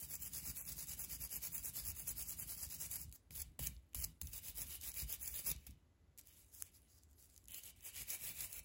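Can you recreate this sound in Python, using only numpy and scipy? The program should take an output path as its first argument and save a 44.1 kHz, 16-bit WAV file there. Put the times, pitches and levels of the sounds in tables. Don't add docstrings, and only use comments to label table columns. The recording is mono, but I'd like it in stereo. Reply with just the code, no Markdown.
import sys
import numpy as np
from scipy import signal
from scipy.fft import rfft, irfft
from scipy.io import wavfile
from scipy.ndimage import uniform_filter1d

SR = 44100
rng = np.random.default_rng(int(sys.argv[2]) if len(sys.argv) > 2 else 0)


def field_ratio(decibels):
    return 10 ** (np.asarray(decibels, dtype=float) / 20)


def inscribe(sig):
    pcm = np.round(np.clip(np.atleast_2d(sig).T, -1, 1) * 32767)
    wavfile.write(sys.argv[1], SR, pcm.astype(np.int16))


N = 381288
TIME = np.arange(N) / SR

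# (turn time [s], level [dB], dip at the turn [dB])
QUICK_STROKES = [(-.045, -48, -12), (0.076, -46, -15.5), (0.183, -46.5, -18), (0.305, -45, -19),
                 (0.415, -43.5, -12), (0.533, -45.5, -16.5), (.637, -46, -14), (0.752, -45, -15.5),
                 (0.854, -45, -17), (0.963, -43, -20), (1.07, -44.5, -17), (1.182, -44, -21.5),
                 (1.282, -44.5, -24), (1.397, -42.5, -25), (1.498, -44.5, -20), (1.614, -44, -14),
                 (1.719, -44.5, -19.5), (1.828, -42.5, -16), (1.931, -48, -17.5), (2.046, -42, -19),
                 (2.14, -45, -24.5), (2.253, -45, -13), (2.356, -45, -16.5), (2.457, -46, -16),
                 (2.561, -46.5, -9), (2.68, -45.5, -16.5), (2.777, -42.5, -16.5), (2.886, -44.5, -17),
                 (2.981, -50.5, -0.5), (3.057, -49, -15.5)]
# (turn time [s], level [dB], dip at the turn [dB])
LONG_STROKES = [(4.302, -49, -20), (4.408, -48, -17), (4.533, -45, -23.5), (4.656, -47, -14),
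                (4.79, -46, -21), (4.926, -43.5, -22), (5.059, -44, -22.5), (5.175, -46.5, -24),
                (5.318, -45, -8), (5.43, -38.5, -23), (5.545, -70, -22.5)]
# (turn time [s], level [dB], dip at the turn [dB])
EDGE_STROKES = [
    (7.485, -51.5, -13),
    (7.615, -53.5, -11),
    (7.73, -64.5, -25),
    (7.817, -49, -15.5),
    (7.913, -45.5, -19.5),
    (8.051, -43, -22),
    (8.178, -45, -14),
    (8.339, -44.5, -13.5),
    (8.479, -50, -8.5),
    (8.627, -68, -19),
]
STROKES = [QUICK_STROKES, LONG_STROKES, EDGE_STROKES]
# (speeding-up share of stroke [0-1], slowing share [0-1], board against bristles [dB],
# mount low modes [dB], mount upper modes [dB])
BOUTS = [
    (0.35, 0.26, -18.5, -63.5, -63),
    (0.34, 0.24, -14, -63.5, -71),
    (0.39, 0.22, -10, -80, -77.5),
]
TRAIL_DB_PER_S = 135
# (frequency [Hz], right port lead [half turns])
PORT_TURN = [(0, 0), (400, .1), (1000, .8), (1600, 1.2), (2600, 1.2), (3500, 1), (5900, .87), (6500, .1),
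             (7200, .25), (9080, 1), (11100, 2), (13300, 3), (15500, 4), (17700, 5)]


def brush():
    # (frequency [Hz], width [Hz], level [dB])
    board_modes = [(575, 390, -10), (1280, 1300, -23.5), (1836, 89, -1.5), (1982, 66, 3), (2144, 80, 5),
                   (2358, 130, 8.5), (2576, 160, 7.5), (2982, 300, 7), (3542, 630, 4)]
    # (time [s], frequency [Hz], lift [dB])
    grip = [
        (0, 2290, -2),
        (7.4, 2370, 1.5),
        (7.52, 2950, 8.5),
        (7.7, 2910, 8),
        (7.82, 2430, 2.5),
        (8.645, 2530, 11),
    ]
    level_db, board_db, tuft_hz = effort()
    light = np.clip((-60.5 - level_db) / 10, 0, 1)
    clump_db = (1 + 0.45 * light) * (1.3 * wander(180) + 1.2 * wander(40))
    clicks = slips(16000, 2.1, clump_db)
    wires = evened(ticks(clicks, 4.5, 2.4, tuft_hz, 12 * light))

    push = slips(7000, 2.8, 0.3 * clump_db)
    s, grip_hz, lift_db = np.transpose(grip)
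    grip_hz, lift_db = np.interp(TIME, s, grip_hz), np.interp(TIME, s, lift_db)
    board = 0
    for hz, width_hz, db in board_modes:
        free = 1 / (1 + ((hz - grip_hz) / 250) ** 2)
        share = free - 0.49 if hz > 1500 else 0.25
        ring = modes(modes(push, [(hz, 3 * width_hz, 0)]), [(hz, width_hz, db)])
        board = board + field_ratio(drift_db(2.5, 14) + lift_db * share) * ring
    return field_ratio(level_db + 0.5) * wires + field_ratio(level_db + board_db + 0.88) * evened(board)


def effort():
    # (time [s], length [s], landing level [dB], lift-off level [dB],
    # board against bristles [dB])
    flicks = [
        (3.13, 0.03, -58.5, -54, -34),
        (3.3065, 0.11, -57, -45, -15),
        (3.591, 0.082, -47.5, -41.5, -13.5),
        (3.946, 0.1, -47.5, -42.5, -16),
        (4.213, 0.0016, -59, -44.5, -20),
        (5.665, 0.0089, -53, -52, -10),
        (6.179, 0.015, -60, -50.5, -20),
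        (6.634, 0.007, -64, -64, -30),
    ]
    # (time [s], length [s], level [dB],
    # board against bristles [dB], tuft pitch [Hz])
    rubs = [(3.86, 0.074, -77, -18, 9000), (4.04, 0.0096, -56.5, -18, 7800),
            (4.239, 0.055, -58.5, -13, 8800), (5.561, 0.15, -65.5, -10.5, 6200),
            (5.7, 0.017, -73.5, 7, 7900), (6.26, .17, -63, -14, 9000), (6.46, .05, -67.5, -22, 9000),
            (6.549, 0.068, -57, -36, 6040), (6.634, 0.041, -62, -8, 8500), (6.748, 0.016, -61, -19, 10500),
            (6.828, .05, -70.5, -13, 10000), (6.902, 0.08, -64, -32, 4900), (7.028, 0.0092, -68, -32, 7420),
            (7.106, 0.04, -70, -34, 7600), (7.192, 0.065, -62.5, -51, 11200), (7.295, 0.1, -66, -20, 8520),
            (7.395, .05, -74, -18, 10000), (8.64, .01, -64.5, -15, 8850)]
    rest_db, open_tuft_hz = -103, 9000
    turn_board_db, trail_board_db = 3, 1
    settle, bite, bite_db = 0.29, 0.47, -4.5
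    lift_s, lift_off_db = 0.012, -17.5
    touches = []
    for strokes, (rise, fall, board_db, *_) in zip(STROKES, BOUTS):
        db, turning = bout(strokes, rise, fall)
        touches.append((db, board_db + turn_board_db * turning, open_tuft_hz))

    for s, length, land_db, lift_db, board_db in flicks:
        end = s + length
        times = [s, s + settle * length, s + bite * length, end, end + lift_s]
        levels = [land_db, land_db, max(land_db, lift_db + bite_db), lift_db, lift_db + lift_off_db]
        db = np.interp(TIME, times, levels) + hump(s, length + lift_s, 0, 0, TRAIL_DB_PER_S)
        free = TIME > end + lift_s / 2
        touches.append((np.where(TIME < s, rest_db, db), board_db + trail_board_db * free, open_tuft_hz))

    for s, length, db, board_db, hz in rubs:
        landed = TIME > max([0] + [row[0] for row in flicks if row[0] < s])
        touches.append((np.where(landed, hump(s, length, db, 259, 257), rest_db), board_db, hz))

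    level, board, tuft = np.full(N, float(rest_db)), np.zeros(N), np.full(N, float(open_tuft_hz))
    for db, board_db, hz in touches:
        wins = db > level
        level = np.where(wins, db, level)
        board = np.where(wins, board_db, board)
        tuft = np.where(wins, hz, tuft)
    return level, uniform_filter1d(board, size=200), tuft


def bout(strokes, rise, fall):
    s, db, dip_db = np.transpose(strokes)
    span = np.diff(s)
    times = np.transpose([s[:-1], s[:-1] + rise * span, s[1:] - fall * span])
    levels = np.transpose([db[:-1] + dip_db[:-1], db[:-1], db[:-1]])
    top = np.interp(TIME, s[:-1] + span / 2, db[:-1])
    level = np.interp(TIME, [*times.flat, s[-1]], [*levels.flat, db[-1] + dip_db[-1]])
    turning = np.clip((top - level) / 16, 0, 1)
    return level + hump(s[0], s[-1] - s[0], 0, 2000, TRAIL_DB_PER_S), turning


def slips(per_s, spread_db, clump_db):
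    size = field_ratio(spread_db * np.minimum(rng.exponential(1, N), 5)) * rng.choice([-1., 1.], N)
    return size * (rng.random(N) < per_s / SR) * field_ratio(clump_db)


def ticks(clicks, cycles, patch_db, tuft_hz, focus_db):
    # (frequency [Hz], level [dB])
    bristle = [(1500, -23), (3500, -25.5), (5000, -3), (6200, -6.5), (8000, -0.5), (12000, 1.5), (15300, 3),
               (16500, -4.5)]
    # (time [s], tilt [dB per octave])
    tilt = [
        (0, 1),
        (3.1, 0),
        (3.4, 1.5),
        (5.6, 2.5),
        (6.2, -0.5),
        (7.4, -4),
        (7.5, 3),
        (7.9, -0.5),
        (8.65, 2),
    ]
    count = 18
    wire, out = rng.integers(0, count, N), np.zeros(N)
    tilt_db = np.interp(TIME, *np.transpose(tilt))
    for k, hz in enumerate(np.linspace(2500, 16500, count)):
        at = np.flatnonzero((wire == k) & (clicks != 0))
        near = 1 / (1 + ((hz - tuft_hz[at]) / 1200) ** 2)
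        touch_db = drift_db(patch_db, 14, TIME[at]) + focus_db[at] * (near - 1.07)
        touch_db += tilt_db[at] * np.log2(hz / 10000)
        touch = np.zeros(N)
        touch[at] = clicks[at] * field_ratio(touch_db)
        r, turn = np.exp(-hz / cycles / SR), 2 * np.pi * hz / SR
        strike = [np.sin(turn) * np.sqrt(1 - r ** 2)]
        ring = signal.lfilter(strike, [1, -2 * r * np.cos(turn), r ** 2], touch)
        out += field_ratio(read(bristle, hz)) * ring
    return out


def snags():
    # (time [s], peak [dB], length [s], pitch [Hz])
    catches = [(0.052, -51, .001, 12100), (0.155, -35, 0.00087, 13000), (0.226, -58, 0.0012, 10000),
               (0.373, -44, .001, 12000), (0.797, -40.5, 0.00086, 14900), (0.872, -44, 0.0014, 12000),
               (.35, -42, .002, 11000), (0.93, -48, 0.0013, 12500), (1.328, -40, .001, 15000),
               (1.4316, -53, .001, 10000), (1.5504, -40.5, .001, 12000), (1.7694, -36, 0.00061, 14500),
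               (1.225, -42, 0.0018, 11100), (1.658, -36, 0.0016, 11000), (2.0915, -36, .003, 8300),
               (2.1095, -48, 0.00091, 12000), (2.2964, -41.5, .0015, 11500), (2.3076, -38, 0.0011, 15000),
               (2.3976, -35, 0.0014, 15000), (2.747, -40.5, .001, 12000), (2.9395, -39, 0.0011, 15000),
               (2.959, -50, 0.00051, 12000), (2.821, -43, 0.0023, 11000), (3.015, -43, 0.0032, 12300),
               (3.4182, -35, 0.0039, 12200), (3.668, -54, 0.0031, 14500), (3.6706, -29.5, 0.0024, 14000),
               (4.015, -46, 0.00088, 12500), (4.0372, -46, 0.001, 14000), (4.0422, -30, 0.00078, 8100),
               (4.0468, -29, 0.00082, 14000), (4.3784, -41.5, 0.0037, 11500), (4.618, -34.5, 0.0028, 11400),
               (4.942, -39.5, .001, 12400), (4.969, -44.5, .0015, 12200), (5, -39, .001, 13000),
               (5.127, -31.5, 0.00087, 14000), (5.222, -49, 0.00092, 12000), (5.277, -35, 0.0018, 11500),
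               (5.342, -40.5, 0.0013, 12500), (5.452, -44.5, 0.0021, 11000), (5.515, -28.5, 0.0026, 14500),
               (7.545, -39, .0014, 13400), (7.635, -47, 0.0049, 9000), (7.959, -47, 0.0018, 9500),
               (8.103, -36, 0.0054, 11000), (8.245, -45, .001, 11500), (8.407, -36, 0.0022, 11000),
               (8.5295, -37.5, 0.00042, 10500), (8.583, -41, 0.00068, 13300), (8.593, -39, .0008, 12000)]
    # (time [s], peak [dB], thud re peak [dB], clack re peak [dB], length [s])
    landings = [
        (3.3078, -52, -18, -10, 0.0017),
        (3.5926, -38, -19, -13, 0.002),
        (3.9333, -58, -24, -8, .0006),
        (3.9476, -32, -19, -14, 0.0005),
        (4.2154, -36, -21, -20, 0.0012),
        (5.6676, -48, -21, -26, 0.003),
        (6.6231, -31, -33, -9, 0.0004),
    ]
    # (time [s], peak [dB], pitch [Hz])
    plucks = [(0.4261, -52, 8700), (0.653, -45, 8800), (1.1664, -49, 11600), (1.275, -48, 10400),
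              (1.2938, -47, 8200), (1.503, -50, 7960), (1.918, -41, 9200), (1.9513, -47, 8600),
              (2.2485, -57, 11700), (2.6908, -48.5, 10500), (2.9977, -56, 12100), (3.0343, -56, 12800),
              (3.095, -59, 9000), (3.1157, -55, 11400), (3.1257, -43.5, 9000), (3.766, -58.5, 3560),
              (3.954, -43, 6240), (4.2152, -37.5, 5600), (4.2216, -40.5, 6100), (4.2327, -44, 11000),
              (4.2717, -40, 15000), (4.3328, -42, 12100), (4.6688, -48, 10400), (4.8127, -42, 11900),
              (4.918, -42, 9400), (5.563, -50.5, 6800), (5.652, -64, 5900), (5.709, -55, 8600),
              (6.177, -48, 11800), (6.186, -46, 10900), (6.2127, -52, 9800), (6.2554, -64, 13900),
              (6.2722, -49, 11300), (6.2909, -57, 12100), (6.3102, -59, 11100), (6.446, -60, 9000),
              (6.549, -45, 13400), (6.5961, -60, 12000), (6.616, -55, 7800), (6.742, -61, 14100),
              (6.819, -61, 12900), (7.0346, -55, 9100), (7.112, -62, 10600), (7.1312, -63, 8300),
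              (7.2262, -53, 12300), (7.246, -64, 12500), (7.257, -58, 10000), (7.2993, -56.5, 9600),
              (7.3433, -58, 10200), (7.363, -50, 7900), (7.3783, -47.5, 11800), (7.4416, -59, 11100),
              (7.456, -55.5, 7400), (7.4763, -58, 10500), (7.484, -43, 10200), (7.491, -60, 10900),
              (7.509, -42.5, 14300), (7.52, -43, 13400), (7.808, -51, 9400), (8.351, -55, 9700)]
    # (frequency [Hz], width [Hz], level [dB])
    thud_modes = [(463, 1400, 0.95), (1027, 1370, 0.34)]
    # (frequency [Hz], width [Hz], level [dB])
    clack_modes = [(2880, 1900, 0.0062)]
    swell_s, swell_db = 0.0044, -13
    rows = [(*row, 11000, 0) for row in landings]
    rows += [(s, db, -42.5, -38.5, length, hz, field_ratio(swell_db)) for s, db, length, hz in catches]
    rows += [(s, db - 1.5, -45, -45, 0.0007, hz, 0) for s, db, hz in plucks]

    bursts, t = np.zeros((3, N + 3000)), np.arange(-1000, 2000) / SR
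    after, before = np.maximum(t, 0), np.minimum(t, 0)
    first_wire = 3 * (np.arange(len(t)) == 1004)
    high = signal.butter(2, 2600, "high", fs=SR)
    noise = rng.standard_normal((len(rows), len(t)))
    for (s, db, thud_db, clack_db, length, hz, swell), slip in zip(rows, noise):
        start = swell * np.exp(before / swell_s) + (1 - swell) * (1 - np.exp(-after / 0.000067))
        shape = start * np.exp(-after / max(length, 3e-4))
        knock = shape * (slip + first_wire)
        wires = signal.lfilter(*high, modes(knock, [(hz, 0.91 * hz, 0)]))
        wires /= np.sqrt(uniform_filter1d(wires ** 2, size=40).max())
        knock *= np.linalg.norm(shape) / np.linalg.norm(knock)
        gains = field_ratio([[db], [db + thud_db + 31], [db + clack_db + 23]])
        part = bursts[:, round(s * SR):][:, :len(t)]
        part += (gains * [wires, knock, knock])[:, :part.shape[1]]
    wires, thud, clack = bursts[:, 1000:N + 1000] + 1e-12
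    thud = modes(modes(thud, thud_modes), thud_modes)
    clack = modes(modes(clack, clack_modes), clack_modes)
    return wires + thud + clack


def mount():
    # (frequency [Hz], width [Hz], level [dB])
    mount_modes = [
        [(47.3, 12.1, 2), (71.5, 41, 0.5)],
        [(97, 84, -3), (148, 51, 5), (286.4, 117, -4.5)],
    ]
    # (time [s], low modes [dB], upper modes [dB])
    pushes = [(.5, -58.5, -54), (.7, -56.5, -57), (1.149, -54.5, -58.5), (1.5, -69, -76), (1.63, -57, -58),
              (1.899, -46.5, -57), (2.218, -58.5, -59.5), (2.67, -55, -65), (3.09, -57.5, -63.5),
              (3.4, -52, -68), (3.5, -56, -60.5), (3.68, -55.5, -53.5), (3.77, -53, -74),
              (4.1, -59.5, -57.5), (4.65, -59, -58.5), (4.77, -58, -83), (5.06, -50.5, -55),
              (5.34, -54.5, -75), (5.52, -50, -49), (5.57, -53.5, -70), (7.5, -63.5, -69.5),
              (8.02, -57.5, -62), (8.28, -56.5, -56.5), (8.45, -59, -61), (8.6, -59, -71)]
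    # (time [s], hold [s], low modes [dB], upper modes [dB])
    bumps = [
        (3.305, 0.04, -60.5, -60.5),
        (3.604, 0.036, -53.5, -54),
        (3.96, 0.091, -50, -59.5),
        (4.224, 0.059, -50, -58.5),
        (5.674, 0.017, -50, -54.5),
    ]
    push_in_db_per_s, bump_in_db_per_s, out_db_per_s = 156.5, 6300, 200
    shakes = []
    for strokes, (*_, low_db, upper_db) in zip(STROKES, BOUTS):
        s, end = strokes[0][0], strokes[-1][0]
        shakes.append((s, end - s, low_db, upper_db, push_in_db_per_s))
    shakes += [(s, 0, low_db, upper_db, push_in_db_per_s) for s, low_db, upper_db in pushes]
    shakes += [(*row, bump_in_db_per_s) for row in bumps]
    levels = np.ones((2, N)) * [[-77.5], [-82]]
    for s, hold, low_db, upper_db, in_db_per_s in shakes:
        peak_db = np.array([[low_db], [upper_db]])
        levels = np.maximum(levels, hump(s, hold, peak_db, in_db_per_s, out_db_per_s))

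    common, own = slips(200, 2.73, 0), slips(200, 2.7, 0)
    jolts = np.array([common + 0.3 * own, common - 0.3 * own])
    low, upper = [evened(modes(modes(jolts, table), table)) for table in mount_modes]
    return field_ratio([[2.5], [-2.5]]) * (field_ratio(levels[0]) * low + field_ratio(levels[1] - 3) * upper)


def ports(x, direct=0):
    # (frequency [Hz], likeness [0-1])
    port_same = [(300, .3), (1200, .22), (2100, .36), (3000, .3), (3800, .52), (4700, .3), (5900, .55),
                 (6300, .35), (7000, .68), (9000, .76), (11000, .88), (13000, .92), (16000, .88)]
    # (frequency [Hz], left minus right [dB])
    port_lean = [(60, 2), (180, 4), (550, 4), (1650, 4), (4970, 1.3), (15000, .3)]
    # (time [s], path re rest [ratio], extra lead near 4.8 kHz [half turns])
    port_sway = [
        (0, 1.004, 0),
        (3, 1.004, 0),
        (3.3, 1.003, -.3),
        (6, .996, -.3),
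        (7.4, .996, .15),
        (9, .996, .15),
    ]
    hz, t, left = signal.stft(x, SR, nperseg=128, noverlap=64)
    rows_hz = hz[:, None]
    s, length, shade = np.transpose(port_sway)
    path = np.interp(t, s, length) + drift_db(0.012, 12, t)
    shade = np.interp(t, s, shade) + drift_db(0.12, 15, t)
    shade = shade * np.exp(-((rows_hz - 4800) / 1500) ** 2)
    turn = np.exp(1j * np.pi * (shade + np.interp(rows_hz * path, *np.transpose(PORT_TURN))))
    scattered = field_ratio(4) * np.exp(2j * np.pi * rng.random(left.T.shape).T)
    same = np.clip(read(port_same, hz), direct * np.where(hz > 6500, 1, 0.5), 1)[:, None]
    right = left * (same * turn + np.sqrt(1 - same ** 2) * scattered)
    lean = field_ratio(read(port_lean, hz) / 2)[:, None]
    return signal.istft(np.array([left * lean, right / lean]), SR, nperseg=128, noverlap=64)[1][:, :N]


def room(x):
    # (frequency [Hz], t60 [s])
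    decay = [(500, 0.2), (4000, 0.23), (16000, 0.055)]
    taps = np.zeros((2, SR // 2))
    start = np.arange(200, SR // 2 - 20, 20)
    at = start + rng.integers(0, 20, (2, len(start)))
    np.put_along_axis(taps, at, rng.choice([-1., 1.], at.shape), 1)
    hz, t, z = signal.stft(taps, SR, nperseg=256)
    tail = signal.istft(z * field_ratio(-60 * t / read(decay, hz)[:, None]), SR, nperseg=256)[1]
    return signal.oaconvolve(x[None], tail / np.linalg.norm(tail[0]), axes=1)[:, :N]


def air():
    # (frequency [Hz], density [dB per Hz])
    hush_spectrum = [(18, -47), (30, -31.5), (70, -8.5), (95, -12), (133, -27.5), (254, -23.5), (508, -32),
                     (548, -30.5), (656, -33.5), (1930, -41), (2090, -41.5), (2310, -42.5), (14000, -51.5)]
    hush_db, whine_db, whine_hz = -71.5, -96, 2010
    hz = np.fft.rfftfreq(N, 1 / SR)
    left, other = rfft(rng.standard_normal((2, N)))
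    same = np.clip(1 / (1 + (hz / 260) ** 2) + 0.85 / (1 + (6500 / (hz + 1)) ** 6), 0, 1)
    turn = np.exp(1j * np.pi * np.interp(hz, *np.transpose(PORT_TURN)))
    pair = np.array([left, same * turn * left + np.sqrt(1 - same ** 2) * other])
    colour = field_ratio(read(hush_spectrum, hz) - 20 * (hz > 12400))
    hush = field_ratio(hush_db) * evened(irfft(pair * colour, N))
    return hush + field_ratio(whine_db + drift_db(1.5, 2.4)) * np.sin(2 * np.pi * whine_hz * TIME)


def evened(x):
    return x / np.sqrt(np.mean(x ** 2) + 1e-20)


def read(points, hz):
    f, value = np.transpose(points)
    return np.interp(np.log(hz + 1), np.log(f + 1), value)


def modes(x, table):
    out = 0
    for k, (hz, width_hz, db) in enumerate(table):
        out = out + (-1) ** k * field_ratio(db) * signal.lfilter(*signal.iirpeak(hz, hz / width_hz, SR), x)
    return out


def wander(per_s):
    return evened(signal.lfilter(*signal.butter(2, per_s, fs=SR), rng.standard_normal(N)))


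def drift_db(depth_db, per_s, t=TIME):
    values = rng.standard_normal(200)
    return depth_db * np.interp(t * min(per_s, 20), np.arange(len(values)), values)


def hump(start, length, db, in_db_per_s, out_db_per_s):
    climb = in_db_per_s * np.maximum(start - TIME, 0)
    return db - climb - out_db_per_s * np.maximum(TIME - start - length, 0)


def scene():
    scrub, bursts = brush(), snags()
    pair = ports(scrub) + ports(field_ratio(1.5) * bursts, direct=0.92)
    return pair + mount() + room(field_ratio(-9.5) * scrub + field_ratio(-22) * bursts) + air()


def joint_stereo(x):
    under_db, masked_db, dip_db, keep_db, lead = 4.6, 13, 6.5, -60, 831
    pair = np.pad(np.array([x[0] + x[1], x[0] - x[1]]) / 2, ((0, 0), (lead, 0)))
    hz, t, z = signal.stft(pair, SR, "cosine", nperseg=2048)
    edges = np.r_[0, np.geomspace(116, 320, 18)[:-1].astype(int), 320:1025:32]
    width = np.diff([*edges, len(hz)])
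    power = np.add.reduceat(abs(z) ** 2, edges, axis=1) / width[:, None]
    power_db = uniform_filter1d(10 * np.log10(power + 1e-20), size=2, axis=2)
    low = hz[edges][:, None]
    weaker_db, top_db = power_db[::-1] - power_db, power_db[:, 18:].max((0, 1))

    past, ahead = [np.maximum(np.roll(top_db, k), np.roll(top_db, 2 * k)) for k in (1, -1)]
    dip = np.minimum(past, ahead) - top_db > dip_db
    loud = top_db > np.percentile(top_db, 40)
    masked = (power_db < top_db - masked_db) & (weaker_db > 0.3) & loud
    busy = (top_db > np.percentile(top_db, 20)) | (low > 8000)
    fickle = (low > 7000) | (rng.random(weaker_db.T.shape).T > 0.12)
    dropped = fickle & ((weaker_db > under_db) | masked) & (low > 2700) & busy & ~dip

    fast = uniform_filter1d(np.diff(x[0], prepend=0) ** 2, size=64)
    jump = fast > 14 * np.roll(uniform_filter1d(fast, size=600), 340)
    sudden = np.interp(t - lead / SR, TIME, uniform_filter1d(jump * 1., size=1100)) > 1e-6
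    sudden_db = -60 * (low > 16500) - 6 * (low > 15750)
    gain_db = np.where(sudden, sudden_db, keep_db * dropped - 60 * (low > 15750))
    z = z * np.repeat(field_ratio(gain_db), width, axis=1)
    mid, side = signal.istft(z, SR, "cosine", nperseg=2048)[1][:, lead:lead + N]
    return np.array([mid + side, mid - side])


def low_pass(x):
    return signal.sosfilt(signal.butter(12, 17000, fs=SR, output="sos"), x)


def record(dry):
    mix = joint_stereo(dry)
    return low_pass(mix)


dry = scene()
out = record(dry)
inscribe(out)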